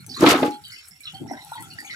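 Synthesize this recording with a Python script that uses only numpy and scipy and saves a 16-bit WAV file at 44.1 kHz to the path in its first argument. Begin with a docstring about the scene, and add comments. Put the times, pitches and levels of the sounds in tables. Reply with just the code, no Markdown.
"""Wet chunks of coconut tumble into a half-full metal bucket, close below a phone; then gloved hands stir the basin.
Chunks: clunks that excite damped bucket modes, and noise ticks in three bands for the clatter.
Narrow pitched runs of damped sines: ringing ends of the bucket clatter near 0.52 s, water gurgles elsewhere.
Water: single damped sines (plops and plips), low noise (slosh), bright grains (spray, drops) and fizz in
flickering narrow bands (murmur); a faint rumble lies below.
"""
import sys
import numpy as np
from scipy import signal
from scipy.fft import rfft, irfft
from scipy.io import wavfile
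from scipy.ndimage import uniform_filter1d

SR = 44100
rng = np.random.default_rng(int(sys.argv[2]) if len(sys.argv) > 2 else 0)


def dump(signal):
    """Clip the signal to [-1, 1] and save it as 16-bit WAV at the path in sys.argv[1]."""
    limited = np.clip(np.atleast_2d(signal).T, -1, 1)
    pcm = np.round(limited * 32767).astype(np.int16)
    wavfile.write(sys.argv[1], SR, pcm)


N = 85995
T = np.arange(N) / SR

# Levels are relative; colour tables are normalised to rms 1. Positive left-right is louder at the left.
# narrow pitched runs, ringing ends of the bucket clatter near 0.52 s, water gurgles elsewhere:
# (start [s], length [s], mean pitch [Hz], level [dB], left-right [dB])
PITCHED_RUNS = [(0.0, 0.024, 4190, -42, -6), (0.064, 0.1, 6200, -43.5, 0), (0.078, 0.058, 776, -49, 3),
                (0.093, 0.099, 4548, -33.5, -5), (0.094, 0.064, 5340, -38.5, -11),
                (0.103, 0.06, 3210, -43, -3), (0.139, 0.088, 3970, -32, -8), (0.147, 0.052, 5730, -42, -4),
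                (0.159, 0.029, 4280, -27, -1), (0.162, 0.034, 1984, -38, -5),
                (0.162, 0.041, 1152, -33.5, 7), (0.163, 0.038, 1356, -40, 2), (0.165, 0.032, 1680, -43, 9),
                (0.518, 0.049, 4290, -36.5, -6.5), (0.523, 0.05, 3226, -39, -4),
                (0.526, 0.072, 880, -51, 7), (0.638, 0.077, 3820, -52, -28), (0.64, 0.17, 3045, -41, 6.5),
                (0.65, 0.028, 4520, -38, -9.5), (0.696, 0.045, 1444, -49, 0), (0.697, 0.12, 4493, -42, -9),
                (0.718, 0.16, 5380, -43.5, -11.5), (0.719, 0.032, 2070, -38.5, 12),
                (0.719, 0.09, 4900, -42, -3), (0.737, 0.05, 1650, -51, 8), (0.761, 0.05, 2600, -49.5, 18.5),
                (0.768, 0.12, 2098, -52, 9), (0.83, 0.072, 5390, -56, -1), (0.91, 0.06, 2090, -45, 0),
                (0.908, 0.07, 5405, -45.5, -10), (1.004, 0.03, 2416, -46.5, -10),
                (1.034, 0.061, 4070, -39.5, -9.5), (1.035, 0.1, 5400, -47, -9), (1.05, 0.05, 1300, -46, 0),
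                (1.054, 0.048, 3880, -34, -1.5), (1.062, 0.07, 2920, -41.5, 16),
                (1.065, 0.039, 2610, -44.5, -14.5), (1.067, 0.043, 3430, -29.5, -0.5),
                (1.135, 0.069, 777, -42.5, 4), (1.144, 0.033, 4440, -43, -8),
                (1.148, 0.054, 3170, -35, -7.5), (1.215, 0.037, 759, -41, 2), (1.254, 0.22, 779, -41.5, 4),
                (1.277, 0.16, 5500, -46, -11), (1.279, 0.036, 4020, -54, -15), (1.285, 0.04, 5900, -45, -3),
                (1.286, 0.057, 1957, -41, -13), (1.305, 0.12, 936, -41.5, 2.5), (1.319, 0.031, 627, -40, 0),
                (1.324, 0.034, 795, -38, -3), (1.33, 0.048, 1623, -39.5, 6),
                (1.365, 0.05, 3770, -47.5, -12), (1.368, 0.056, 2006, -39.5, 0),
                (1.407, 0.032, 3970, -42, -10.5), (1.442, 0.093, 873, -45, 5), (1.513, 0.1, 1000, -45, 15),
                (1.517, 0.028, 1414, -35, -2), (1.533, 0.05, 3730, -40.5, -5),
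                (1.553, 0.065, 910, -34.5, -0.5), (1.555, 0.06, 4350, -44, -3),
                (1.556, 0.025, 3260, -45.5, 19), (1.574, 0.046, 1983, -34.5, 2),
                (1.626, 0.036, 3390, -39, 2), (1.625, 0.081, 1376, -45, 4), (1.651, 0.17, 781, -56, 15),
                (1.7, 0.04, 5680, -52, -4), (1.701, 0.042, 4360, -40.5, -10), (1.706, 0.076, 2880, -48, 23),
                (1.783, 0.038, 1837, -33.5, -1), (1.788, 0.045, 4705, -40, -10),
                (1.797, 0.048, 5050, -54, 2), (1.823, 0.063, 849.5, -49, 20), (1.845, 0.05, 2350, -40, 9),
                (1.85, 0.033, 6540, -34.5, -2), (1.867, 0.086, 3014, -47, 18),
                (1.871, 0.025, 3400, -40, -8), (1.903, 0.048, 5400, -43, -8.5),
                (1.896, 0.055, 2128, -31, 7.5), (1.9, 0.067, 4410, -39, -8), (1.904, 0.04, 3860, -40, -14),
                (1.906, 0.034, 1980, -33, -8), (1.934, 0.015, 1510, -37.5, 13)]
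# plops and plips, single bubbles, low and high: (time [s], level [dB], initial pitch [Hz], decay constant [ms])
SINGLE_BUBBLES = [(0.092, -39, 4540, 4.5), (0.638, -38.5, 4510, 6), (1.055, -28, 3940, 4.7),
                  (1.144, -37, 4320, 5.4), (1.26, -33, 814, 3.9), (1.31, -16.5, 727, 5.5),
                  (1.518, -20.5, 845, 5.6), (1.703, -37, 4560, 5.6), (1.786, -24, 1857, 8.4),
                  (1.9, -36, 2100, 7.4)]
# slosh against the tub, two stretches: (time [s], level of the low band [dB], level of the high band [dB])
SLOSH_LEVELS = [
    [(0.0, -47, -52), (0.026, -45.5, -78), (0.042, -53, -84), (0.058, -49, -80), (0.092, -45, -43.5),
     (0.11, -50, -47), (0.152, -48, -51.5), (0.17, -62, -51.5), (0.184, -63, -35.5), (0.2, -27, -51)],
    [(0.5, -56, -38), (0.552, -63, -44), (0.62, -54, -77), (0.66, -58.5, -70), (0.704, -55.5, -90),
     (0.73, -57, -71), (0.762, -79, -64), (0.838, -75.5, -87), (0.89, -70, -81), (0.916, -54.5, -79),
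     (0.94, -60, -69), (0.964, -67.5, -89), (1.004, -75, -63.5), (1.024, -70.5, -83), (1.084, -52.5, -75.5),
     (1.116, -63, -76), (1.142, -43.5, -55), (1.162, -41, -53), (1.186, -52, -64), (1.214, -41, -31.5),
     (1.262, -43, -38.5), (1.29, -43.5, -47), (1.326, -73, -34.5), (1.372, -50, -47.5), (1.392, -50.5, -67),
     (1.428, -65, -59), (1.48, -54, -79), (1.508, -54, -70), (1.546, -68, -69.5), (1.61, -40.5, -48.5),
     (1.658, -50.5, -56), (1.738, -48, -56), (1.76, -47, -67), (1.816, -59, -49.5), (1.832, -66, -52.5),
     (1.868, -61, -65), (1.924, -52, -57), (1.95, -52, -63)],
]
# slosh, low band spectrum: (frequency [Hz], density [dB per Hz])
SLOSH_LOW_COLOUR = [(25, -20), (50, -20), (80, -7.5), (110, 2.5), (160, 1), (230, -11.5)]
# slosh, high band spectrum: (frequency [Hz], density [dB per Hz])
SLOSH_HIGH_COLOUR = [(170, -20.5), (240, 8), (340, 4.5), (480, -11.5), (650, -23.5)]
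# rumble spectrum: (frequency [Hz], density [dB per Hz])
RUMBLE_COLOUR = [(20, -6.5), (40, -5), (70, -0.5), (110, -11.5)]
# fine spray, two stretches: (time [s], level [dB])
SPRAY_LEVELS = [
    [(0.0, -53), (0.016, -56), (0.056, -62), (0.062, -65), (0.066, -56), (0.076, -54), (0.122, -52),
     (0.13, -57), (0.174, -53), (0.184, -61), (0.2, -47)],
    [(0.5, -55), (0.616, -61.5), (0.652, -55), (0.734, -53.5), (0.774, -62), (0.79, -54), (0.818, -65.5),
     (0.886, -48), (0.936, -64), (0.984, -58.5), (0.992, -72), (1.008, -52.5), (1.04, -56), (1.116, -63),
     (1.126, -56), (1.302, -63), (1.318, -52.5), (1.368, -62), (1.444, -55.5), (1.554, -48.5), (1.586, -59),
     (1.63, -47), (1.674, -56), (1.748, -57.5), (1.772, -61), (1.804, -52), (1.824, -56.5), (1.86, -51.5),
     (1.916, -57), (1.95, -58)],
]
# spray and drop spectrum: (frequency [Hz], density [dB per Hz])
DROPLET_COLOUR = [(3240, -41), (5500, -22), (6230, -28), (6580, -10.5), (7140, -23.5), (7830, 1.5),
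                  (9370, -10), (10400, 1), (11500, -10), (12400, -5.5), (15200, -16), (16200, -23),
                  (16500, -36)]
# water murmur, two stretches: (time [s], level [dB])
MURMUR_LEVELS = [
    [(0.0, -58.5), (0.096, -57.5), (0.15, -54.5), (0.2, -42.5)],
    [(0.5, -52.5), (0.58, -61.5), (0.734, -55.5), (0.988, -61), (1.122, -54), (1.234, -58), (1.368, -57),
     (1.52, -54), (1.626, -55.5), (1.738, -55), (1.95, -51)],
]
# murmur spectrum: (frequency [Hz], density [dB per Hz])
MURMUR_COLOUR = [(240, -41.5), (400, -12), (546, -16), (861, -12.5), (1070, -15), (1200, -12.5),
                 (1370, 1.5), (1790, -7.5), (2060, -3.5), (2780, -9), (4550, -7.5), (5010, -18),
                 (5510, -5.5), (6060, -16), (7000, -9), (9100, -42.5), (15400, -120)]
# murmur balance: (frequency [Hz], left-right [dB])
MURMUR_BALANCE = [(400, 2), (1200, -1), (2500, -1), (4500, -3.5), (7000, -11)]
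# droplets: (time [s], level [dB], left-right [dB])
DROP_TICKS = [(0.0645, -24, 14), (0.1521, -31.5, 7), (0.1698, -27.5, 6), (0.1945, -34, 1.0),
              (0.209, -35, 3), (0.4, -31, -0.5), (0.4622, -27, 13), (0.5392, -40, 11), (0.6509, -34, 10),
              (0.6828, -31, 11), (0.7259, -32, -4.0), (0.7873, -36, 0.5), (0.8556, -38, -6),
              (0.885, -30, 15), (1.0072, -28, -0.5), (1.1243, -47, 26), (1.1503, -37, 13),
              (1.3169, -43, -9), (1.4485, -28, 11), (1.5158, -31, -9), (1.6082, -25, 2), (1.6247, -22, 10),
              (1.7389, -37, 14), (1.8048, -26.5, -9), (1.8537, -36, 12)]
# clatter of small wet chunks: (time [s], low-middle level [dB], high-middle level [dB], treble level [dB])
CLATTER_LEVELS = [(0.195, -49, -40, -54), (0.209, -40.5, -40, -25.5), (0.217, -28.5, -34, -40.5),
                  (0.225, -29, -28, -30.5), (0.235, -15.5, -26.5, -30.5), (0.249, -28, -31, -37),
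                  (0.271, -17, -16, -25.5), (0.281, -15.5, -15.5, -23), (0.315, -17, -18.5, -20.5),
                  (0.347, -23.5, -25, -36), (0.371, -22, -28, -42.5), (0.393, -29, -35.5, -36.5),
                  (0.423, -36, -37, -40.5), (0.435, -25.5, -25, -40), (0.443, -31, -36.5, -42.5),
                  (0.469, -34, -37.5, -46.5), (0.517, -50, -56.5, -53), (0.523, -47, -51, -61),
                  (0.58, -78, -72, -71)]
# clatter, low-middle spectrum: (frequency [Hz], density [dB per Hz])
CLATTER_LOW_COLOUR = [(600, -14.5), (900, -5.5), (1290, 0.5), (1600, -6.5), (2300, -11)]
# clatter, high-middle spectrum: (frequency [Hz], density [dB per Hz])
CLATTER_MID_COLOUR = [(1500, -13), (2100, -2), (3300, -3), (4500, -7.5), (5800, -25.5)]
# clatter, treble spectrum: (frequency [Hz], density [dB per Hz])
CLATTER_TOP_COLOUR = [(2650, -39.5), (4500, -6), (8640, -12), (9410, -20), (10500, -11.5), (13900, -18.5),
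                      (15500, -26), (16000, -36)]
# knocks of the larger chunks: (time [s], level [dB], contact [ms], chunk pitch [Hz])
CHUNK_KNOCKS = [(0.207, -11, 2.5, 302), (0.216, -9.5, .8, 1160), (0.223, -9, 1.2, 601),
                (0.229, 4.5, 1.5, 333.7), (.239, -4, .9, 510.3), (0.244, -1.5, .7, 860),
                (0.253, -12.5, 1.5, 330), (.262, -5.5, .8, 907), (0.268, -2, 1.5, 284),
                (.282, -4.5, 1.5, 321), (0.303, -8, .5, 1250), (.316, -5.5, .9, 412),
                (.319, -9.5, .6, 1210), (.328, -11.5, .8, 790), (.341, -4, .8, 695), (.347, -11, 1.5, 335),
                (0.364, -33.5, .8, 920), (.379, -21, .8, 390), (0.39, -21.5, 1.1, 450),
                (.402, -17.5, .8, 810), (.421, -12, 2.5, 286), (.429, -4, 1.43, 609.5),
                (.436, -9, 0.88, 448.4), (.444, -15, 2.5, 313), (.456, -23, 4.3, 283),
                (0.48, -20, 0.96, 336)]
# modes of bucket and heap: (mean frequency [Hz], mean level [dB], t60 before wet damping [s])
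BUCKET_MODES = [(130.5, -22.5, .15), (205, -12.5, .12), (264.6, -3.5, 0.13), (296, -7, 0.25),
                (354.6, -12, 0.14), (420.2, -12, 0.3), (495.4, -7, .1), (601, -11.5, 0.15), (711, -6, 0.11),
                (790.6, -15, 0.18), (835, -20.5, 0.25), (840, -18.5, 0.6), (995, -15, .08), (1105, -11, .1),
                (1283, -4.5, 0.09), (1554, -11.5, .08)]

RUN_RINGS, RING_SCATTER_DB, RUN_FADE_DB = 24, 4, 11.5
RING_DECAY_AT_2KHZ_S, RING_SPREAD_AT_2KHZ_HZ = 0.015, 70
SWELL_CYCLES = 1.3  # onset of a ring
SINGLE_GLIDE = 0.015  # phase stretch per decay constant
LEFT_LAG_S = .00018  # the basin reaches the left port later
RUMBLE_DB = -62
SPRAY_PER_S, SPRAY_SPREAD_DB = 5000, 2.5
MURMUR_FLICKER_DB = 3.5
DROP_DECAY_S, DROP_TAIL_DECAY_S, DROP_TAIL_DB = 0.00082, .012, -13
CLATTER_PER_S, CLATTER_SPREAD_DB, CLATTER_TAIL_S = 2500, 3.5, .003
MODE_SCATTER_DB, MODE_DETUNE = 6, 0.02068  # detune as a fraction of frequency
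CHUNK_DB, CHUNK_CYCLES = -0.5, 2.5
WET_DAMP_S = .17  # the wet heap chokes every ring after about this long
CEILING, LOW_HZ, TOP_HZ = .78, 85, 15900


def undb(db):
    """dB to gain."""
    return 10 ** (np.asarray(db) / 20)


def unit(x):
    """Scale to rms 1."""
    return x / np.sqrt(np.mean(x ** 2))


def colour(x, table):
    """Filter by (Hz, dB) points on a log frequency axis, -90 dB outside them; rms 1."""
    hz, db = np.array(table, float).T
    log_hz = np.log(np.arange(N // 2 + 1) * SR / N + 1)
    gain = undb(np.interp(log_hz, np.log(hz), db, left=-90, right=-90))
    return unit(irfft(rfft(x) * gain, N))


def curve(table, column):
    """Gain over time from one dB column; -120 dB outside the table."""
    rows = np.array(table, float)
    return undb(np.interp(T, rows[:, 0], rows[:, column], left=-120, right=-120))


def stretches(tables, column):
    """Summed gain curves of separate stretches of time."""
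    return sum(curve(table, column) for table in tables)


def add(out, start_s, x):
    """Mix x into out from start_s."""
    i = int(start_s * SR)
    out[..., i:i + x.shape[-1]] += x[..., :max(N - i, 0)]


def pair(correlation):
    """Left and right noise of the given correlation."""
    correlation = np.clip(correlation, 0, 1)
    mid, side = rng.standard_normal((2, N))
    return np.sqrt(1 + correlation) * mid + np.sqrt(1 - correlation) * side * np.array([[1], [-1]])


def grains(per_s, spread_db, tail_s):
    """Envelope of random ticks with exponential tails."""
    hits = rng.random(N) < per_s / SR
    ticks = hits * undb(spread_db * rng.exponential(size=N))
    return signal.lfilter([1], [1, -np.exp(-1 / (tail_s * SR))], ticks)


def walk(rate_hz):
    """Slow random wander, spread near 1."""
    k = int(SR / rate_hz)
    steps = np.repeat(rng.standard_normal(N // k + 1), k)
    return 1.52 * uniform_filter1d(uniform_filter1d(steps, k), k)[:N]


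def panned(db):
    """Left and right gains."""
    return undb(np.array([[db / 2], [-db / 2]]))


def damped_ring(t, hz, decay_s, glide):
    """Damped sine that swells from t = 0 at both ports; positive glide raises the pitch."""
    u = np.maximum(np.array([t - LEFT_LAG_S, t]), 0)
    swell = 1 - np.exp(-(u * hz / SWELL_CYCLES) ** 2)
    phase = 2 * np.pi * hz * u * (1 + glide * u / decay_s)
    return swell * np.exp(-u / decay_s) * np.sin(phase)


def pitched_runs():
    """Gurgles and ringing bucket ends: fading runs of damped sines of near pitch; higher ones decay faster."""
    out = np.zeros((2, N))
    chance = rng.standard_normal((len(PITCHED_RUNS), 3, RUN_RINGS, 1))
    place = np.arange(RUN_RINGS)[:, None] / RUN_RINGS
    for (s, length_s, hz, level_db, pan_db), (shift, detune, scatter) in zip(PITCHED_RUNS, chance):
        onset_s = np.clip(place + 0.032 * shift, 0, 1) * length_s
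        t = T[:int((length_s + .06) * SR)] - onset_s
        f = hz + RING_SPREAD_AT_2KHZ_HZ * detune * (hz / 2000) ** .5
        decay_s = RING_DECAY_AT_2KHZ_S * (hz / 2000) ** -.4
        size_db = level_db - 7 - RUN_FADE_DB * place + RING_SCATTER_DB * scatter
        size = undb(size_db) * np.sqrt(length_s / 0.062)
        run = (size * damped_ring(t, f, decay_s, 0)).sum(axis=1)
        add(out, s, run * panned(pan_db))
    return out


def plops_and_plips():
    """Single bubbles, low and high, each a damped sine of rising pitch."""
    out = np.zeros((2, N))
    for s, level_db, hz, decay_ms in SINGLE_BUBBLES:
        add(out, s, undb(level_db) * damped_ring(T[:SR // 8], hz, decay_ms / 1000, SINGLE_GLIDE))
    return out


def slosh():
    """Lapping against the tub: low noise in two bands, partly shared by the ports."""
    low = colour(pair(0.63), SLOSH_LOW_COLOUR)
    high = colour(pair(0.42), SLOSH_HIGH_COLOUR)
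    return low * stretches(SLOSH_LEVELS, 1) + high * stretches(SLOSH_LEVELS, 2)


def rumble():
    """Faint steady noise in the bass."""
    return colour(pair(.6), RUMBLE_COLOUR) * undb(RUMBLE_DB)


def spray():
    """Fine crackle of droplets: dense noise grains, a little to the left."""
    hiss = colour(grains(SPRAY_PER_S, SPRAY_SPREAD_DB, .002) * pair(.3), DROPLET_COLOUR)
    return hiss * stretches(SPRAY_LEVELS, 1) * panned(2.5)


def murmur():
    """Fine fizz of noise grains in narrow bands that flicker each on its own."""
    spec = rfft(colour(grains(4000, 3.5, 0.0028) * pair(.1), MURMUR_COLOUR))
    hz = np.arange(N // 2 + 1) * SR / N + 1
    balance_db = np.interp(hz, *np.array(MURMUR_BALANCE).T)
    spec = spec * undb(balance_db * np.array([[.5], [-.5]]))
    fizz = np.zeros((2, N))
    for k in range(59, 91):  # triangular bands, 1/7 octave apart
        band = irfft(spec * np.clip(1 - 7 * abs(np.log2(hz) - k / 7), 0, 1), N)
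        fizz += band * undb(MURMUR_FLICKER_DB * walk(22))
    return fizz * stretches(MURMUR_LEVELS, 1)


def drops():
    """Droplets: short bright noise ticks with a wisp of spray after them."""
    out, t = np.zeros((2, N)), T[:3000]
    hiss = colour(pair(.3), DROPLET_COLOUR)
    shape = np.exp(-t / DROP_DECAY_S) + undb(DROP_TAIL_DB) * np.exp(-t / DROP_TAIL_DECAY_S)
    for s, level_db, pan_db in DROP_TICKS:
        i = int(s * SR)
        add(out, s, undb(level_db - 10.5) * hiss[:, i:i + 3000] * shape * panned(pan_db))
    return out


def clatter():
    """Dense ticks of small chunks and the water shaken off them; each band has its own ticks."""
    low, mid, top = [grains(CLATTER_PER_S, CLATTER_SPREAD_DB, CLATTER_TAIL_S) for _ in range(3)]
    low = colour(low * pair(0.042), CLATTER_LOW_COLOUR) * curve(CLATTER_LEVELS, 1)
    mid = colour(mid * pair(0.18), CLATTER_MID_COLOUR) * curve(CLATTER_LEVELS, 2)
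    top = colour(top * pair(.4), CLATTER_TOP_COLOUR) * curve(CLATTER_LEVELS, 3) * panned(2)
    return low + mid + top


def bucket():
    """Knocks: a short clunk of the chunk plus bucket modes, excited less at high pitch by long contacts."""
    out, t = np.zeros((2, N)), T[:SR // 3]
    hz, mode_db, t60_s = np.array(BUCKET_MODES, float).T[:, :, None]
    chance = rng.standard_normal((len(CHUNK_KNOCKS), 4, len(BUCKET_MODES), 1))
    # phase difference between the ports grows with mode frequency
    port_spread = np.clip(hz / 1500, .05, 1) ** 1.3
    wet_damping = np.exp(-(t / WET_DAMP_S) ** 4)
    for (s, level_db, contact_ms, own_hz), (scatter, detune, turn, phase) in zip(CHUNK_KNOCKS, chance):
        f = hz * (1 + MODE_DETUNE * detune)
        gain = undb(level_db + mode_db + MODE_SCATTER_DB * scatter - 10.5)
        ring = gain * np.exp(-np.log(1000) * t / t60_s - (f * contact_ms / 1500) ** 2)
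        shift = turn * port_spread
        rings = np.array([(ring * np.sin(2 * np.pi * f * t + side * shift + phase)).sum(0)
                          for side in (1, -1)])
        clunk = np.exp(-t * own_hz / CHUNK_CYCLES) * np.sin(2 * np.pi * own_hz * t)
        clunk = undb(level_db + CHUNK_DB) * clunk
        attack = np.minimum(t * 1000 / contact_ms, 1)
        add(out, s, (rings + clunk) * wet_damping * attack)
    return out


def scene():
    """Basin and bucket together."""
    soft = pitched_runs() + plops_and_plips() + slosh() + rumble() + spray() + murmur() + drops()
    return soft + clatter() + bucket()


def record(dry):
    """The phone rounds the loudest peaks, drops the deep bass and cuts the top."""
    rounded = CEILING * np.tanh(dry / CEILING)
    thin = signal.sosfilt(signal.butter(3, LOW_HZ, "high", fs=SR, output="sos"), rounded)
    return signal.sosfilt(signal.ellip(12, .2, 90, TOP_HZ, fs=SR, output="sos"), thin)


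dry = scene()
out = record(dry)
dump(out)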